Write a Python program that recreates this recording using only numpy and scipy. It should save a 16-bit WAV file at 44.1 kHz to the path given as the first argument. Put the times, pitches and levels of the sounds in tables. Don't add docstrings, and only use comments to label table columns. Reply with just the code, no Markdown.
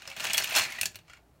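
import sys
import numpy as np
from scipy import signal
from scipy.fft import rfft, irfft
from scipy.io import wavfile

SR = 44100
rng = np.random.default_rng(int(sys.argv[2]) if len(sys.argv) > 2 else 0)


def dump(signal):
    limited = np.clip(np.atleast_2d(signal).T, -1, 1)
    pcm = np.round(limited * 32767).astype(np.int16)
    wavfile.write(sys.argv[1], SR, pcm)


N = 61739
TIME = np.arange(N) / SR
HIT_TIME = TIME[:8192]
HIT_ATTACK = 1 - np.exp(-HIT_TIME / 0.00024)

# start_s, low_db, mid_db, high_db, top_db, clatter_db
CONTACTS = [(0.0197, -52, -45.5, -50, -62, 0.5), (0.0535, -51.5, -46, -55, -74, -12),
            (0.0752, -48.5, -44, -40, -51.5, -16), (0.1, -55, -44, -46.5, -53, -11),
            (0.106, -56, -57, -60, -70, -2), (0.114, -53, -42.5, -52, -63, 7),
            (0.1265, -56, -53, -58, -66, -14), (0.164, -50, -42.5, -45, -50, 8),
            (0.168, -46.5, -43, -55, -56, -13), (0.174, -65, -45, -55, -60, -7),
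            (0.198, -47, -35.5, -41.5, -55.5, -11), (0.203, -47, -34, -36.5, -44.5, -11),
            (0.232, -50.5, -48, -42, -53, -4.5), (0.241, -40, -35, -35, -42.5, -8),
            (0.2455, -34.5, -31, -40, -38, -7), (0.252, -46.5, -31.5, -33.5, -46.5, -9.5),
            (0.268, -48, -38, -37.5, -44.5, -3.5), (0.271, -51, -33.5, -41, -54.5, -8),
            (0.287, -58, -37, -48.5, -57, -6.5), (0.298, -44, -36, -37, -55, -5.5),
            (0.305, -51.5, -30.5, -38, -48, -8), (0.3327, -51.5, -32.5, -26.5, -30, -4.5),
            (0.342, -43.5, -29.5, -42, -33.5, -2.5), (0.3456, -44.5, -32.5, -40, -46, -5),
            (0.372, -45.5, -36, -31.5, -34.5, -3.5), (0.3788, -40, -24, -22, -26, -5),
            (0.4, -42, -39.5, -37, -36.5, -9.5), (0.422, -53.5, -40, -37.5, -52.5, -5.5),
            (0.4368, -54.5, -37, -35, -43, -8), (0.442, -58, -31.5, -34, -37, -4),
            (0.472, -62.5, -40, -39, -48, 0), (0.491, -48.5, -39, -42, -52, -9.5),
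            (0.497, -57.5, -43.5, -49, -41.5, -5), (0.508, -50, -36.5, -39, -44.5, -3.5),
            (0.521, -38.5, -38, -42, -50.5, -11.5), (0.525, -47.5, -33.5, -46, -45, -4),
            (0.541, -40.5, -31, -36, -49, -9.5), (0.551, -38.5, -32, -25.5, -39.5, -2),
            (0.558, -46.5, -26, -35, -36, -8.5), (0.562, -38.5, -29.5, -24.5, -27.5, -1.5),
            (0.567, -31.5, -27, -32, -32.5, -7), (0.574, -36.5, -26, -41, -33.5, -6),
            (0.583, -39.5, -32, -25.5, -32.5, -2.5), (0.589, -36, -31.5, -35, -33.5, -10.5),
            (0.595, -38.5, -37, -35.5, -45.5, -7.5), (0.607, -51.5, -33, -36, -48.5, -6),
            (0.62, -46.5, -37, -34.5, -47, -12), (0.625, -44.5, -34.5, -37, -53, -8),
            (0.636, -59, -39, -35, -52.5, 3), (0.651, -55, -35.5, -45, -52, 0),
            (0.702, -56.5, -46, -48, -53, 2), (0.722, -54, -43, -41.5, -47.5, -8.5),
            (0.787, -51.5, -39, -48.5, -51, -8), (0.812, -48.5, -28, -26.5, -28.5, -8),
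            (0.8314, -41, -32.5, -33.5, -35, -13.5), (0.8559, -46, -32.5, -27, -33.5, -6.5),
            (0.916, -81, -65, -70.5, -62.5, -12), (0.945, -71, -51, -55, -67.5, -7),
            (0.9559, -54, -43.5, -44, -46, -5), (0.9873, -63.5, -53.5, -57.5, -69, -6),
            (1.08, -62.5, -58.5, -64, -79, -15), (1.097, -54.5, -51, -56, -70.5, -5),
            (1.133, -53, -47, -55, -67, -8.5), (1.17, -71, -59, -65, -74.5, -3.5)]
# from_hz, to_hz
CONTACT_BANDS = [(520, 1500), (1500, 4000), (4000, 8000), (8000, 17000)]
# pitch_hz, width_hz, boost_db
ROOM_TABLE_RESONANCES = [(557, 12, 6), (650.5, 19, 9.5), (802, 47, 6.5), (997, 22, 4.5), (1235, 15, 1),
                         (1424, 14, 4.5), (1573, 40, 3), (1765, 10, 6), (2390, 200, 5), (2570, 79, 2.5),
                         (2620, 35, 1), (2757, 330, 10), (3370, 50, 2.5), (4340, 59, 4), (4410, 55, 4.5),
                         (4730, 140, -3), (5260, 58, 5.5), (5910, 90, 4.5), (6450, 58, 5.5), (7030, 210, 3.5),
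                         (9560, 760, 3), (10200, 600, -5), (12050, 400, 3.5)]
# pitch_hz, width_hz, boost_db
LAST_PIECE_RESONANCES = [(1247, 140, 7.5), (1440, 50, 10.5), (1757, 150, -8), (1995, 65, 9.5),
                         (2205, 55, 10.5), (2310, 50, 8.5), (2750, 29, 13.5), (2860, 40, 7),
                         (3300, 30, 13.5), (3700, 600, -17.5), (4380, 130, 6.5), (5220, 60, 11.5),
                         (7040, 160, 10.5), (8300, 180, 1.5), (10400, 560, -3.5)]


def falling_bricks(last_piece_from_s=1.05):
    rows = np.array(CONTACTS)
    starts_s, levels_db, clatters_db = rows[:, 0], rows[:, 1:5], rows[:, 5]
    knocks = np.array([knock(db.max(), clatter_db) for db, clatter_db in zip(levels_db, clatters_db)])
    late = starts_s > last_piece_from_s
    knocks[~late] = resonate(knocks[~late], ROOM_TABLE_RESONANCES)
    knocks[late] = resonate(knocks[late], LAST_PIECE_RESONANCES)
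    contacts = np.zeros_like(knocks)
    for edges_hz, band_db in zip(CONTACT_BANDS, levels_db.T):
        part = band(knocks, edges_hz)
        onset_rms = part[:, :int(0.005 * SR)].std(axis=1)
        contacts += part * (from_db(band_db) / onset_rms)[:, None]
    out = np.zeros(N)
    for start_s, contact in zip(starts_s, contacts):
        add(out, start_s, contact)
    return out


def knock(strength_db, clatter_db):
    crack_noise, tail_noise = np.sign(rng.standard_normal((2, len(HIT_TIME))))
    after_hold_s = np.maximum(HIT_TIME - 0.0015, 0)
    crack = crack_noise * decay(after_hold_s, t60_s=0.0038)
    ring = from_db(-6.5) * brick_modes()
    clatter = from_db(clatter_db - 1) * decay(HIT_TIME, t60_s=0.065)
    scatter_db = -14 + 0.57 * (-30.5 - strength_db)
    scatter = from_db(scatter_db) * decay(HIT_TIME, t60_s=0.052)
    sound = (crack + tail_noise * np.hypot(clatter, scatter) + ring) * HIT_ATTACK
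    hollow_hz = np.array([5000, 8500, 12000]) * rng.uniform(1, 1.35, 3)
    width_hz, boost_db = 330, 4
    return resonate(sound, [(pitch_hz, width_hz, boost_db) for pitch_hz in hollow_hz])


def brick_modes(count=70):
    pitches_hz = np.geomspace(1400, 15000, count) * np.exp(rng.normal(0, 0.02, count))
    bins = (pitches_hz * len(HIT_TIME) / SR).astype(int)
    spectrum = np.zeros(len(HIT_TIME) // 2 + 1, complex)
    spectrum[bins] = 1j * rng.choice([-1, 1], count)
    return unit_rms(irfft(spectrum)) * decay(HIT_TIME, t60_s=0.052)


# start_s, pitch_hz, level_db, t60_s
PIECE_RINGS = [(.0535, 4263, -53, .06), (.0752, 5170, -41, .07), (.0752, 550, -50, .2),
               (.101, 2640, -42, .1), (.114, 2275, -42, .1), (.164, 602, -51, .1), (.203, 602, -47, .08),
               (.246, 645, -39, .07), (.268, 2454, -30, .05), (.286, 2262, -35, .08),
               (.301, 2900, -31, .06), (.3328, 7990, -25, .04), (.334, 5170, -32, .05),
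               (.3455, 3345, -21, .055), (.3795, 2870, -23, .04), (.381, 4392, -25, .06),
               (.421, 5232, -36, .06), (.4415, 2950, -26, .035), (.4415, 12300, -31, .04),
               (.472, 2605, -36, .06), (.492, 2971, -35, .05), (.509, 2583, -35, .07),
               (.574, 4245, -24, .09), (.609, 4263, -33, .1), (.638, 4263, -35, .09), (.702, 9780, -50, .1),
               (.722, 2160, -34, .05), (.785, 1937, -32, .07), (.812, 2740, -23, .025),
               (.812, 9190, -25, .035), (.8315, 2610, -22, .02), (.8566, 4450, -29, .04),
               (.8566, 7145, -34, .05), (.8566, 10850, -44, .08), (.8566, 1720, -36, .06),
               (.9568, 4420, -50, .05)]


def ringing_pieces(gain_db=1.5):
    out = np.zeros(N)
    for start_s, pitch_hz, level_db, t60_s in PIECE_RINGS:
        add(out, start_s, from_db(level_db + gain_db) * damped_sine(pitch_hz, t60_s) * HIT_ATTACK)
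    return out


# time_s, level_db
HEAP_SHAKE = [(0, -54), (.06, -53.5), (.09, -46), (.15, -52.5), (.19, -41.5), (.25, -36), (.32, -39),
              (.41, -35), (.47, -40.5), (.53, -37.5), (.575, -22.5), (.63, -33.5), (.69, -44), (.79, -44.5),
              (.88, -55.5), (1.03, -75), (1.12, -58), (1.17, -61), (1.22, -79.5)]
# frequency_hz, gain_db
RATTLE_SPECTRUM = [(100, -22.5), (300, -10), (480, -12), (640, -6), (1100, -2.5), (2000, 1.5), (2700, -8),
                   (4000, -2.5), (6500, -7.5), (10000, -13.5), (16000, -18)]


def loose_pieces(dull_hz=6500, full_treble_db=-39):
    chatter = from_db(-3.5) * ticks() + unit_rms(clicks(per_s=6000, spread_db=2.0))
    rattle = unit_rms(resonate(coloured(chatter, RATTLE_SPECTRUM), ROOM_TABLE_RESONANCES))
    dull = signal.sosfiltfilt(signal.butter(2, dull_hz, fs=SR, output="sos"), rattle)
    shake = level_curve(HEAP_SHAKE)
    brightness = np.minimum(shake / from_db(full_treble_db), 1) ** 0.35
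    return (dull + brightness * (rattle - dull)) * shake


def ticks(pieces=24, per_s=2500, t60_cycles=31):
    out = np.zeros(N)
    for pitch_hz in np.geomspace(600, 15000, pieces):
        radius = from_db(-60 * pitch_hz / (t60_cycles * SR))
        angle = 2 * np.pi * pitch_hz / SR
        hits = clicks(per_s / pieces, spread_db=3.5)
        ringing = signal.lfilter([1, 0, -1], [1, -2 * radius * np.cos(angle), radius ** 2], hits)
        out += np.sqrt(pitch_hz) * unit_rms(ringing)
    return unit_rms(out)


# time_s, level_db
ROCKING_LEVELS = [(.58, -68), (.62, -36), (.67, -41.5), (.71, -45.5), (.745, -43), (.79, -59), (.83, -73),
                  (.89, -98.5)]


def rocking_piece(centre_hz=2225, width_hz=780):
    edges_hz = [centre_hz - width_hz / 2, centre_hz + width_hz / 2]
    taps = band(clicks(per_s=820, spread_db=2.5), edges_hz, order=2)
    return unit_rms(taps) * level_curve(ROCKING_LEVELS)


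# start_s, level_db
TABLE_THUDS = [(0.074, -57), (.17, -53), (.203, -49), (0.244, -45.5), (.29, -50), (.345, -49), (.39, -48),
               (.43, -54), (0.483, -51.5), (0.546, -52), (.575, -53), (0.603, -48.5), (0.649, -49.5),
               (.69, -59.5), (.765, -55.5), (.815, -49.5), (.858, -53.5), (.957, -61.5), (.99, -71)]
# frequency_hz, gain_db
THUD_SPECTRUM = [(40, -24), (90, -1.5), (180, 1.5), (230, 0.5), (290, -11), (370, 0), (470, -12),
                 (600, -2.5), (1000, -22), (3000, -57)]
# start_s, level_db
TABLE_SWINGS = [(.405, -57), (0.597, -49.5), (0.819, -49.5), (0.863, -60), (0.947, -54.5)]
# pitch_hz, gain_db, t60_s
TABLE_MODES = [(97, 2.5, 0.21), (178, -8, 0.21)]


def table(attack_s=0.0043):
    out = np.zeros(N)
    envelope = decay(HIT_TIME, t60_s=0.25) * (1 - np.exp(-HIT_TIME / attack_s))
    for start_s, level_db in TABLE_THUDS:
        thud = coloured(rng.standard_normal(len(HIT_TIME)), THUD_SPECTRUM) * envelope
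        add(out, start_s, from_db(level_db) * thud)
    for start_s, level_db in TABLE_SWINGS:
        for pitch_hz, gain_db, t60_s in TABLE_MODES:
            add(out, start_s, from_db(level_db + gain_db) * damped_sine(pitch_hz, t60_s))
    return out


def room(x, level_db=-17, delay_s=0.013, dull_hz=6500):
    t = TIME[:SR // 2]
    reflections = rng.standard_normal(len(t)) * decay(t, t60_s=0.19) * (t > delay_s)
    pole = np.exp(-2 * np.pi * dull_hz / SR)
    tail = signal.lfilter([1 - pole], [1, -pole], reflections)
    return from_db(level_db) * signal.fftconvolve(x, tail / np.linalg.norm(tail))[:N]


# frequency_hz, gain_db
RUMBLE_SPECTRUM = [(20, -28), (40, -9), (60, -5.5), (110, -3), (200, -10), (400, -11.5), (480, -17.5),
                   (700, -13.5), (1000, -20), (3000, -34), (8000, -35.5), (16000, -36.5)]


def background(rumble_db=-63.5, hum_db=-70, hum_hz=60):
    rumble = coloured(rng.standard_normal(N), RUMBLE_SPECTRUM)
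    hum = unit_rms(np.sin(2 * np.pi * hum_hz * TIME))
    return from_db(rumble_db) * rumble + from_db(hum_db) * hum


def from_db(db):
    return 10 ** (np.asarray(db) / 20)


def unit_rms(x):
    return x / np.sqrt(np.mean(x ** 2) + 1e-20)


def decay(t, t60_s):
    return np.exp(-np.log(1000) * t / t60_s)


def damped_sine(pitch_hz, t60_s):
    return np.sin(2 * np.pi * pitch_hz * HIT_TIME) * decay(HIT_TIME, t60_s)


def clicks(per_s, spread_db):
    sizes = from_db(spread_db * np.minimum(rng.exponential(1, N), 3.5))
    signs = rng.choice([-1, 1], N)
    return sizes * signs * (rng.random(N) < per_s / SR) + 1e-18


def add(out, start_s, sound):
    start = int(start_s * SR)
    out[start:start + len(sound)] += sound[:N - start]


def level_curve(points):
    return from_db(np.interp(TIME, *np.transpose(points)))


def coloured(x, spectrum):
    frequency_hz, gain_db = np.transpose(spectrum)
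    bins_hz = np.maximum(np.fft.rfftfreq(len(x), 1 / SR), 1)
    gains = from_db(np.interp(np.log(bins_hz), np.log(frequency_hz), gain_db))
    return unit_rms(irfft(rfft(x) * gains, len(x)))


def band(x, edges_hz, order=3):
    return signal.sosfilt(signal.butter(order, edges_hz, "band", fs=SR, output="sos"), x)


def resonate(x, resonances):
    for pitch_hz, width_hz, boost_db in resonances:
        peak = signal.lfilter(*signal.iirpeak(pitch_hz, pitch_hz / width_hz, fs=SR), x)
        x = x + (from_db(boost_db) - 1) * peak
    return x


def scene():
    bricks = falling_bricks() + ringing_pieces() + loose_pieces() + rocking_piece()
    return (bricks + room(bricks) + table() + background())[None]


def record(dry):
    return signal.sosfilt(signal.ellip(12, 0.2, 80, 15850, fs=SR, output="sos"), dry)


dry = scene()
out = record(dry)
dump(out)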